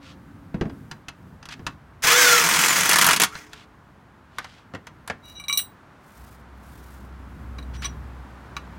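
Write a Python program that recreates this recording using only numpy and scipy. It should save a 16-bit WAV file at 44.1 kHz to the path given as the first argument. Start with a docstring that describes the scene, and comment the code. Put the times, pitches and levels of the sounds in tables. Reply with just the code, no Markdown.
"""Faint fading tones and a quiet street open the scene; a heavy wrench shifts and knocks against a suspension.
The impact wrench spins a brake caliper bolt down with a whining rattle and hammers it tight: gliding partials,
dense random contacts and band-split noise crashes. It is laid down, and a steel spanner (beating modes) is
picked off the concrete and fitted to the bolt. Sleeves rustle as grainy noise; outside the open driveway
traffic noise swells and the hum of a distant engine joins in."""
import sys
import numpy as np
from scipy import signal
from scipy.fft import rfft, irfft, next_fast_len
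from scipy.io import wavfile

SR = 44100
rng = np.random.default_rng(int(sys.argv[2]) if len(sys.argv) > 2 else 0)


def unload_wav(signal):
    """Save mono or channel-first audio to the path in sys.argv[1] as 16-bit WAV at rate SR, clipped to [-1, 1]."""
    wavfile.write(
        sys.argv[1],
        SR,
        np.round(np.clip(np.atleast_2d(signal).T, -1, 1) * 32767).astype(np.int16),
    )


N = 387198
TIME = np.arange(N) / SR
CUTOFF_HZ = 16000
LOADED_S, BITE_S, SEATED_S = 2.402, 0.03, 2.88   # the bolt takes load, within this time; its head seats
RELEASE_T60 = .13   # s, after the trigger is let go

# trigger pulls of the wrench: on_s, off_s, rattle level_db before load and trim
TRIGGER_PULLS = [(2.023, 3.141, -20.5), (3.193, 3.202, -16)]
# knocks of the tools against suspension and bolt: start_s, clack level_db before each layer's trim,
# hardness (about -1 padded, 1 bare steel)
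TOOL_KNOCKS = [(0.543, -34.5, -1.06), (0.611, -23.5, -0.82), (0.654, -40.5, -1.19), (0.697, -38.5, -0.79),
               (0.913, -25.5, 0.4), (1.084, -25.5, 0.59), (1.428, -35.5, 0.16), (1.455, -33.5, 0.72),
               (1.488, -29, 0.41), (1.593, -42, -0.82), (1.666, -17.5, 0.45), (2.022, -31.5, 1),
               (2.045, -13.5, 0.78), (3.353, -27.5, 0.14), (3.532, -31.5, 0.69), (7.584, -35.5, -0.43),
               (7.821, -29.5, 0.62), (8.566, -26, 0.39)]
# colour of low rumble: pitch_hz, level_db
LOW_RUMBLE = [(25, -20), (60, 4.5), (120, 2), (260, -5), (400, -16), (900, -45)]


def from_db(db):
    """Decibels to amplitude."""
    return np.exp(np.asarray(db) * (np.log(10) / 20))


def rms_one(x):
    """Level a signal to rms one."""
    return x / np.sqrt(np.mean(x ** 2) + 1e-20)


def drift(rate):
    """Slow chance of rms one, with this many random points a second."""
    knots = rng.standard_normal(N // 32)
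    return rms_one(np.interp(TIME * rate, np.arange(len(knots)), knots))


def noise(colour):
    """Steady noise of a given colour, rms one; it falls away below the first point."""
    hz, db = np.transpose(colour)
    size = next_fast_len(N)
    bins = np.maximum(np.arange(size // 2 + 1) * SR / size, 1)
    gain = from_db(np.interp(np.log(bins), np.log(hz), db)) * np.minimum(bins / hz[0], 1) ** 2
    return rms_one(irfft(rfft(rng.standard_normal(size)) * gain, size)[:N])


def filtered(x, edge_hz, kind, order=2):
    """Butterworth filter."""
    sos = signal.butter(order, np.minimum(edge_hz, SR / 2 - 100), kind, fs=SR, output="sos")
    return signal.sosfilt(sos, x)


def clicks(times, heights):
    """One sample per contact."""
    out = np.zeros(N)
    out[np.round(np.asarray(times) * SR).astype(int)] = heights
    return out + 1e-18


def dying(power, t60):
    """Amplitude envelope of energy that is put in and then leaks away."""
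    return np.sqrt(signal.lfilter([1], [1, -from_db(-120 / (t60 * SR))], power))


def settled(t60):
    """Where the dying envelope settles when unit power keeps coming in."""
    return dying(np.ones(SR), t60)[-1]


def ring(x, hz, t60):
    """A unit click sets a sine of height one ringing."""
    r, w = from_db(-60 / (t60 * SR)), 2 * np.pi * hz / SR
    return signal.lfilter([0, np.sin(w)], [1, -2 * r * np.cos(w), r * r], x)


def crowded(x):
    """Heavy steel has countless close modes, which ripple the spectrum by a few dB every few tens of hertz."""
    size = next_fast_len(N)
    bins = np.arange(size // 2 + 1) * SR / size
    ripple_db = 1.7 * np.interp(bins / 45, np.arange(SR // 45), rng.standard_normal(SR // 45))
    # the ripple grows in towards 1500 Hz
    ripple = rms_one(from_db(ripple_db * np.clip(bins / 1500, 0, 1)))
    return irfft(rfft(x, size) * ripple, size)[:N]


def gate(on_s, off_s, attack_s, t60):
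    """Attack, hold and release."""
    attack = np.clip((TIME - on_s) / attack_s, 0, 1)
    return attack * from_db(-60 * np.clip((TIME - off_s) / t60, 0, 2))


def strokes(rows):
    """Sliding contacts swell and fade smoothly about their middle; rows (middle_s, length_s, level_db)."""
    out = 0
    for s, length, db in rows:
        distance = np.minimum((2 * (TIME - s) / length) ** 2, 6)
        out = out + from_db(db) * np.exp(-np.square(distance))
    return out


def fading_tones():
    """A few faint tones die away at the start."""
    # start tones: pitch_hz, level_db, t60_s
    tones = [(286, -49.5, 4.5), (530, -58.5, 2.2)]
    out = 0
    for hz, db, t60 in tones:
        out = out + from_db(db - 60 * TIME / t60 + drift(15)) * np.sin(2 * np.pi * hz * TIME)
    return out


def outdoors(engine_hz=63.7, engine_waver=0.0091):
    """Far traffic noise that slowly swells, low rumble and the wavering sine hum of one engine."""
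    # colour of the street: pitch_hz, level_db
    street_colour = [(150, 9), (480, -1), (1000, 2.5), (1500, 0), (2600, -12.5), (5000, -22),
                     (15000, -35.5)]
    # course of the distant engine's hum: time_s, level_db
    engine_course = [(6.1, -70), (6.19, -47.5), (7.46, -36.5), (7.7, -31.5), (8.38, -41), (8.78, -40)]
    street_db, rumble_db = -54, -53.5
    approach_s, approach_db_per_s = 4.72, 2   # traffic draws near
    engine_rumble_db = -7   # rumble that comes with the hum, relative to it

    s, db = np.transpose(engine_course)
    engine = from_db(np.interp(TIME, s, db)) * ((TIME > s[0]) & (TIME < s[-1]))
    hum = np.sin(2 * np.pi * np.cumsum(engine_hz * (1 + engine_waver * drift(9.2))) / SR)
    traffic_db = street_db + approach_db_per_s * np.maximum(TIME - approach_s, 0)
    traffic = from_db(traffic_db) * noise(street_colour)
    rumble_level = np.hypot(from_db(rumble_db), from_db(engine_rumble_db) * engine)
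    rumble = rumble_level * from_db(2 * drift(7.4)) * noise(LOW_RUMBLE)
    return traffic + rumble + engine * from_db(drift(5.5)) * hum


def sliding(low_hz=1100, high_hz=4300):
    """Steel sliding on rough steel or concrete grates unevenly."""
    # tools sliding on bolt head and ground: middle_s, length_s, level_db
    slides = [(.08, 0.12, -51.5), (1.525, 0.039, -39), (3.58, 0.13, -52), (4.48, 0.28, -55),
              (5.597, 0.019, -35.5), (7.755, 0.033, -46), (7.848, 0.05, -35.5)]
    uneven = rng.standard_normal(N) * from_db(2 * drift(500))
    grit = rms_one(filtered(uneven, [low_hz, high_hz], "band"))
    return strokes(slides) * grit


def shifting(low_hz=80):
    """Moving the heavy wrench about makes the suspension rumble softly."""
    # the wrench shifting against the suspension: middle_s, length_s, level_db
    shifts = [(.42, 0.79, -48), (.85, 0.34, -44.5), (1.27, 0.26, -47.5), (1.64, 0.2, -45.5)]
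    return strokes(shifts) * rms_one(filtered(noise(LOW_RUMBLE), low_hz, "high"))


def knocks(contact_t60=.0045, trim_db=-1):
    """A knock builds up over a few milliseconds and rings in noise registers; soft ones thud, hard ones tick."""
    # the wrench laid down on concrete: start_s, clack level_db before trim, hardness
    landings = [(4.384, -20, 0.56), (4.444, -29.5, 0.4), (4.737, -34, -0.43), (4.748, -27.5, 0.0044),
                (4.869, -30.5, 0.49), (5.076, -28, 0.85), (5.099, -20, -0.049)]
    # how each register dies: low_hz, high_hz, level_db, t60_s, gain_db per unit of hardness, concrete gain_db
    registers = [(785, 2030, -5.5, 0.072, -2.5, 2.5), (67.6, 313, -14, 0.18, -23, 1),
                 (339, 710, -23, 0.07, -21.5, 16), (2810, 6000, -11, 0.041, 6, -2),
                 (6610, 12000, -34, 0.034, 28.5, 2)]
    s, db, hardness = np.transpose([*TOOL_KNOCKS, *landings])
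    on_concrete = np.arange(len(s)) >= len(TOOL_KNOCKS)
    out = 0
    for low_hz, high_hz, register_db, t60, hard_db, concrete_db in registers:
        force = from_db(db + register_db + hard_db * hardness + concrete_db * on_concrete)
        # the two parts stay in touch briefly and feed the ring meanwhile
        contact = dying(clicks(s, force ** 2), contact_t60) / settled(contact_t60)
        swell = dying(contact ** 2, t60)
        white = crowded(rng.standard_normal(N))
        band_level = np.std(filtered(white, [low_hz, high_hz], "band"))
        out = out + filtered(white * swell, [low_hz, high_hz], "band") / band_level
    return from_db(trim_db) * out


def thud(hard_db=-12):
    """Padded knocks push the heavy suspension, which answers in a few low modes."""
    # suspension modes: pitch_hz, level_db, t60_s
    low_modes = [(60, -15.5, .25), (150, -7.5, 0.12), (308, -12.5, 0.071)]
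    s, db, hardness = np.transpose(TOOL_KNOCKS)
    push = clicks(s, from_db(db + hard_db * hardness))
    return sum(from_db(mode_db) * ring(push, hz, t60) for hz, mode_db, t60 in low_modes)


def socket(ring_db=-14, hard_db=8, t60=0.041):
    """Knocks ring the hollow socket, padded ones less, each with another mix of its modes."""
    # socket modes: pitch_hz, level_db before the ring level
    socket_modes = [(1380, -2.5), (1730, -1), (2230, -12), (2650, 2.5), (3460, -6.5), (4120, -2),
                    (4880, -2), (5950, -4.5)]
    s, db, hardness = np.transpose(TOOL_KNOCKS)
    force_db = db + ring_db + hard_db * np.minimum(hardness, 0)
    out = 0
    for hz, mode_db in socket_modes:
        mix_db = 3 * rng.standard_normal(len(s))
        out = out + ring(clicks(s, from_db(force_db + mode_db + mix_db)), hz, t60)
    return out


def disc(struck, knock_db=1):
    """The brake disc stores a little of each early knock and hammer blow and sings on faintly."""
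    # long ring of the disc: pitch_hz, level_db, t60_s
    disc_modes = [(302, -50, 1.7), (430, -46.5, 1.6), (1106, -29.5, 0.19)]
    knocked = [(s, db + knock_db) for s, db, _ in TOOL_KNOCKS if s < TRIGGER_PULLS[0][0]]
    s, db = np.transpose([*knocked, *struck])
    energy = clicks(s, from_db(db) ** 2)
    out = 0
    for hz, mode_db, t60 in disc_modes:
        level = from_db(mode_db + 2 * drift(9.3))
        out = out + level * dying(energy, t60) * np.sin(2 * np.pi * hz * TIME)
    return out


def steel(x, shift_db=3):
    """Socket and caliper add their resonances to whatever shakes them; the level of each drifts."""
    # resonances: pitch_hz, width_hz, level_db above the broad colour
    resonances = [(1400, 78, -12.5), (2670, 21, -9), (2945, 58, -6), (3320, 32, -2), (6160, 23, -6)]
    out = x.copy()
    for hz, width_hz, db in resonances:
        r = np.exp(-np.pi * width_hz / SR)
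        poles = [1, -2 * r * np.cos(2 * np.pi * hz / SR), r * r]
        resonance = (1 - r * r) / 2 * signal.lfilter([1, 0, -1], poles, x)
        out += from_db(db + shift_db * drift(22)) * resonance
    return out


def spinning_free():
    """One while the bolt turns easily, zero once it has taken load."""
    return np.clip((LOADED_S - TIME) / BITE_S + .5, 0, 1)


def effort(attack_s=.024, free_db=6, seated_db=-1.5):
    """The wrench shakes while the trigger is held: most spinning free, least once the bolt has seated."""
    held = sum(from_db(db) * gate(on, off, attack_s, RELEASE_T60) for on, off, db in TRIGGER_PULLS)
    return held * from_db(free_db * spinning_free() + seated_db * (TIME > SEATED_S))


def whine_hz():
    """Motor speed: a run-up towards the unloaded speed, then a sag that eases once the bolt has taken load."""
    start_hz, free_hz, spin_up_s = 450, 2010, .13
    # thread friction slows the motor: onset, then time constants free and loaded
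    sag_from_s, sag_s, loaded_sag_s = 2.197, .92, 1.23
    pull_s = TRIGGER_PULLS[0][0]
    running_s = np.clip(TIME, pull_s, sag_from_s) - pull_s
    run_up = free_hz + (start_hz - free_hz) * np.exp(-running_s / spin_up_s)
    free_s = np.clip(TIME, sag_from_s, LOADED_S) - sag_from_s
    loaded_s = np.maximum(TIME - LOADED_S, 0)
    return run_up * np.exp(-free_s / sag_s - loaded_s / loaded_sag_s)


def casing(hz, centre_hz=6900, width_hz=1300):
    """How strongly the casing answers a gear tone of this pitch."""
    return np.exp(-((hz - centre_hz) / width_hz) ** 2)


def motor(flutter_db=3, drone_waver=0.016):
    """Whine partials race up, then sag as the bolt resists; the loose socket drones at first."""
    # partials of motor and gears: multiple of the whine, level_db before the whine level
    partials = [(1, -1), (1.35, -13), (2, -12.5), (2.43, -8), (3, -12.5), (4, -15), (5, -16)]
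    free_whine_db, loaded_whine_db, swell_s = -19, -39, 0.0624   # swell before the gate is squared
    mesh_db = -28.5   # a high gear tone
    drone_top_hz, drone_db = 506, -26.5   # the freely spinning socket; pitch at top speed
    drone_from_s, drone_swell_s, drone_t60 = 2.07, 0.059, 0.26
    drone_follows = .3   # power of the motor speed that its pitch follows

    hz, free = whine_hz(), spinning_free()
    level_db = free_whine_db * free + loaded_whine_db * (1 - free)
    phase = 2 * np.pi * np.cumsum(hz * (1 + .0055 * drift(450))) / SR
    whine = 0
    for k, db in partials:
        level = from_db(db + flutter_db * drift(150)) * (1 + casing(k * hz))
        whine = whine + level * np.sin(k * phase)
    # the gear tone stands out only while it glides through the casing's resonance
    mesh = from_db(mesh_db + flutter_db * drift(60)) * casing(7 * hz) * np.sin(7 * phase)
    drone_hz = drone_top_hz * (hz / hz.max()) ** drone_follows * (1 + drone_waver * drift(14))
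    drone = from_db(drone_db + drift(90)) * np.sin(2 * np.pi * np.cumsum(drone_hz) / SR)
    # squaring halves the release time
    turning = gate(TRIGGER_PULLS[0][0], SEATED_S, swell_s, RELEASE_T60) ** 2
    droning = gate(drone_from_s, LOADED_S - BITE_S, drone_swell_s, drone_t60)
    return (from_db(level_db) * whine + mesh) * turning + drone * droning


def rattle(contacts_per_s=800, contact_t60=0.087, spread_db=4, treble_hz=3500, trim_db=-0.5):
    """Loose steel chatters in hundreds of tiny contacts a second, faintly and dully as the gears run out."""
    # colour of the chatter: pitch_hz, level_db
    rattle_colour = [(180, -44.5), (300, -10.5), (749, -9), (1000, -3), (2050, 3), (2700, -5), (3580, -8),
                     (6200, -3), (10400, -13), (16000, -14.5)]
    # the gears run out after the last pull
    coast_s, coast_swell_s, coast_t60 = 3.3, .06, .55
    coast_db, coast_treble_db = -38, -9   # before trim

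    contacts = (rng.random(N) < contacts_per_s / SR) * from_db(spread_db * rng.standard_normal(N))
    chatter = crowded(noise(rattle_colour)) * rms_one(dying(contacts ** 2 + 1e-18, contact_t60))
    body = filtered(chatter, treble_hz, "low", order=1)
    treble = chatter - body
    coast = from_db(coast_db) * gate(coast_s, coast_s + coast_swell_s, coast_swell_s, coast_t60)
    coasting = coast * (body + from_db(coast_treble_db) * treble)
    return from_db(trim_db) * (effort() * chatter + coasting)


def suspension(struck, shake_db=-20, free_db=-9, t60=0.19, jolt_db=-29, jolt_t60=0.18):
    """Rattle and blows shake the heavy parts behind the bolt, which ring on; a free bolt passes on less."""
    # colour of the shaken parts: pitch_hz, level_db
    shake_colour = [(50, -11), (110, 0), (175, 11), (270, -3.5), (800, -32.5)]
    s, db = np.transpose(struck)
    drive = effort() * from_db(shake_db + free_db * spinning_free())
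    shaking = dying(drive ** 2 + 1e-18, t60) / settled(t60)
    jolts = dying(clicks(s, from_db(db + jolt_db) ** 2), jolt_t60)
    return noise(shake_colour) * np.hypot(jolts, shaking)


def blows(jitter_s=.0005, spread_db=.8):
    """Within a run the hammer strikes at a nearly even rate and strength: rows (start_s, level_db)."""
    # runs of hammer blows: first_s, end_s, blows per s, mean peak level_db before trims
    runs = [(2.414, 2.57, 40.5, -10.5), (2.591, 2.74, 43.5, -11), (2.758, 2.865, 40, -11.5),
            (2.892, 2.92, 48, -7.5), (2.931, 3.02, 37, -6.5), (3.022, 3.14, 45.5, -5.5),
            (3.162, 3.17, 45, -9.5), (3.199, 3.245, 56, -6)]
    even = []
    for first, end, per_s, db in runs:
        even += [(s, db) for s in np.arange(first, end, 1 / per_s)]
    even = np.array(even)
    return even + rng.standard_normal(even.shape) * [jitter_s, spread_db]


def hammer(struck, t60=0.05, treble_dies=0.072, trim_db=-4, rebound_db=-3, rebound_db_per_octave=-1.5):
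    """Each blow on the anvil is a short noise crash, its bands weighted anew; a duller rebound follows soon."""
    # colour of a blow: pitch_hz, level_db
    blow_colour = [(180, -46.5), (300, -9), (511, -16.5), (1010, -0.5), (2150, -2.5), (4300, -8.5),
                   (5700, -8), (10600, -9.5), (16000, -18.5)]
    s, db = np.transpose(struck)
    rebound_s = s + rng.uniform(.006, .011, len(s))
    crashes = [crowded(noise(blow_colour)) for _ in range(2)]
    edges = np.geomspace(200, CUTOFF_HZ, 10)
    out = 0
    for k, (low, high) in enumerate(zip(edges, edges[1:])):
        force = from_db(db + trim_db + 2.5 * rng.standard_normal((2, len(s))))
        rebound = from_db(rebound_db + rebound_db_per_octave * max(np.log2(low / 1000), 0))
        energy = clicks(s, force[0] ** 2) + clicks(rebound_s, (rebound * force[1]) ** 2)
        band_t60 = t60 * (low / 1000) ** -treble_dies   # higher bands die sooner
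        out = out + filtered(crashes[k % 2], [low, high], "band") * dying(energy, band_t60)
    return out


def whirr(roughness=.05):
    """The gears run out in a short, rough, rising whirr."""
    middle_s, length_s, level_db = 3.34, .075, -40
    middle_hz, octaves_per_s = 1350, 5
    hz = middle_hz * 2 ** (octaves_per_s * np.clip(TIME - middle_s, -length_s, length_s))
    phase = 2 * np.pi * np.cumsum(hz * (1 + roughness * drift(700))) / SR
    return strokes([(middle_s, length_s, level_db)]) * drift(250) * np.sin(phase)


def spanner(pivot_hz=5000, contact_t60=0.006, crack_db=-15, crack_t60=0.086, twin_db=-8, rub_db_per_octave=-19):
    """Touches and dragging set modes singing, each beating with a close twin; the grip damps them later."""
    # touches on concrete and bolt: start_s, level_db, brightness_db per e-fold of pitch above the pivot
    clinks = [(5.398, -37, -2), (5.439, -43.5, -6), (5.483, -24.5, 0), (5.497, -24.5, -9), (5.527, -21, 3),
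              (5.554, -32.5, 6), (5.574, -15, 8.5), (7.587, -39.5, -13.5), (7.627, -49.5, -2),
              (7.845, -30.5, -10.5), (8.566, -34.5, -16.5)]
    # dragging over concrete and bolt head: middle_s, length_s, level_db, pitch_hz excited most
    scrapes = [(5.279, 0.09, -45.5, 3740), (5.373, 0.047, -38, 4230), (7.79, 0.094, -46, 6400),
               (7.854, 0.019, -21, 5650)]
    # spanner modes: mean pitch_hz, level_db, t60_s while loosely held
    modes = [(1130, -19, 0.23), (2320, -6.5, 0.09), (2870, -14, 0.11), (3890, 1, .11), (5840, -3, 0.074),
             (8150, -12, 0.17), (10310, -16.5, 0.16), (13000, -19, 0.085), (14260, -18, 0.094),
             (14510, -20, 0.11), (15200, -23, 0.2)]
    gripped_s, grip_share = 7, .38   # held against the bolt, it rings only this share as long
    s, db, bright_db = np.transpose(clinks)

    def touching(force):
        """Power that a touch feeds in while contact lasts."""
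        return dying(clicks(s, force ** 2), contact_t60) ** 2 / settled(contact_t60) ** 2

    crack = filtered(crowded(rng.standard_normal(N)), 2000, "high")
    out = crack * dying(touching(from_db(db + crack_db)), crack_t60)
    drags = [(strokes([row[:3]]), row[3]) for row in scrapes]
    held = TIME >= gripped_s
    for hz, mode_db, t60 in modes:
        chance_db = 2.5 * rng.standard_normal(len(s))
        force = from_db(mode_db + db + bright_db * np.log(hz / pivot_hz) + chance_db)
        rub = 0
        for drag, best_hz in drags:
            rub = rub + drag * from_db(mode_db / 2 + rub_db_per_octave * abs(np.log2(hz / best_hz)))
        energy = touching(force) + (rub / settled(t60)) ** 2
        loose_swell = dying(energy * ~held + 1e-18, t60)
        held_swell = dying(energy * held + 1e-18, t60 * grip_share)
        phase = 2 * np.pi * np.cumsum(hz + 20 * drift(300)) / SR
        twin_hz = rng.choice([-1, 1]) * rng.uniform(40, 110)   # mean offset, which wanders widely
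        twin_phase = phase + 2 * np.pi * np.cumsum(twin_hz * (1 + drift(130))) / SR
        out += np.hypot(loose_swell, held_swell) * (np.sin(phase) + from_db(twin_db) * np.sin(twin_phase))
    return out


def sleeves(grain_db=3):
    """Cloth and rubber brush past in soft, grainy strokes of noise."""
    # colour of the rustle: pitch_hz, level_db
    rustle_colour = [(1500, 1), (15000, 0.77)]
    # strokes of sleeve and glove: middle_s, length_s, level_db
    rustles = [(5.3, .12, -56), (6.22, .35, -58), (6.82, .45, -57)]
    return strokes(rustles) * noise(rustle_colour) * rms_one(from_db(grain_db * drift(140)))


def wheel_arch(x, wet_db=-17, t60=0.17, dull_hz=4500):
    """Short, dull reflections from bodywork and ground, as a decaying noise tail."""
    t = TIME[:SR // 2]
    dull = filtered(rng.standard_normal(len(t)), dull_hz, "low", order=1)
    tail = dull * from_db(-60 * t / t60) * (t > .004)
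    return x + from_db(wet_db) * signal.fftconvolve(x, tail / np.linalg.norm(tail))[:N]


def scene():
    """Steel colours the wrench and knocks, the wheel arch reflects all metal, the surroundings stay dry."""
    struck = blows()
    shaken = steel(sliding() + knocks() + motor() + rattle() + hammer(struck))
    metal = shaken + socket() + disc(struck) + whirr() + spanner()
    near = wheel_arch(metal + shifting() + thud() + suspension(struck))
    return (fading_tones() + outdoors() + near + sleeves())[None]


def record(dry, top=0.65):
    """The loudest peaks are rounded, the top is cut."""
    rounded = top * np.tanh(dry / top)
    return signal.sosfilt(signal.ellip(10, .1, 80, CUTOFF_HZ, fs=SR, output="sos"), rounded)


dry = scene()
out = record(dry)
unload_wav(out)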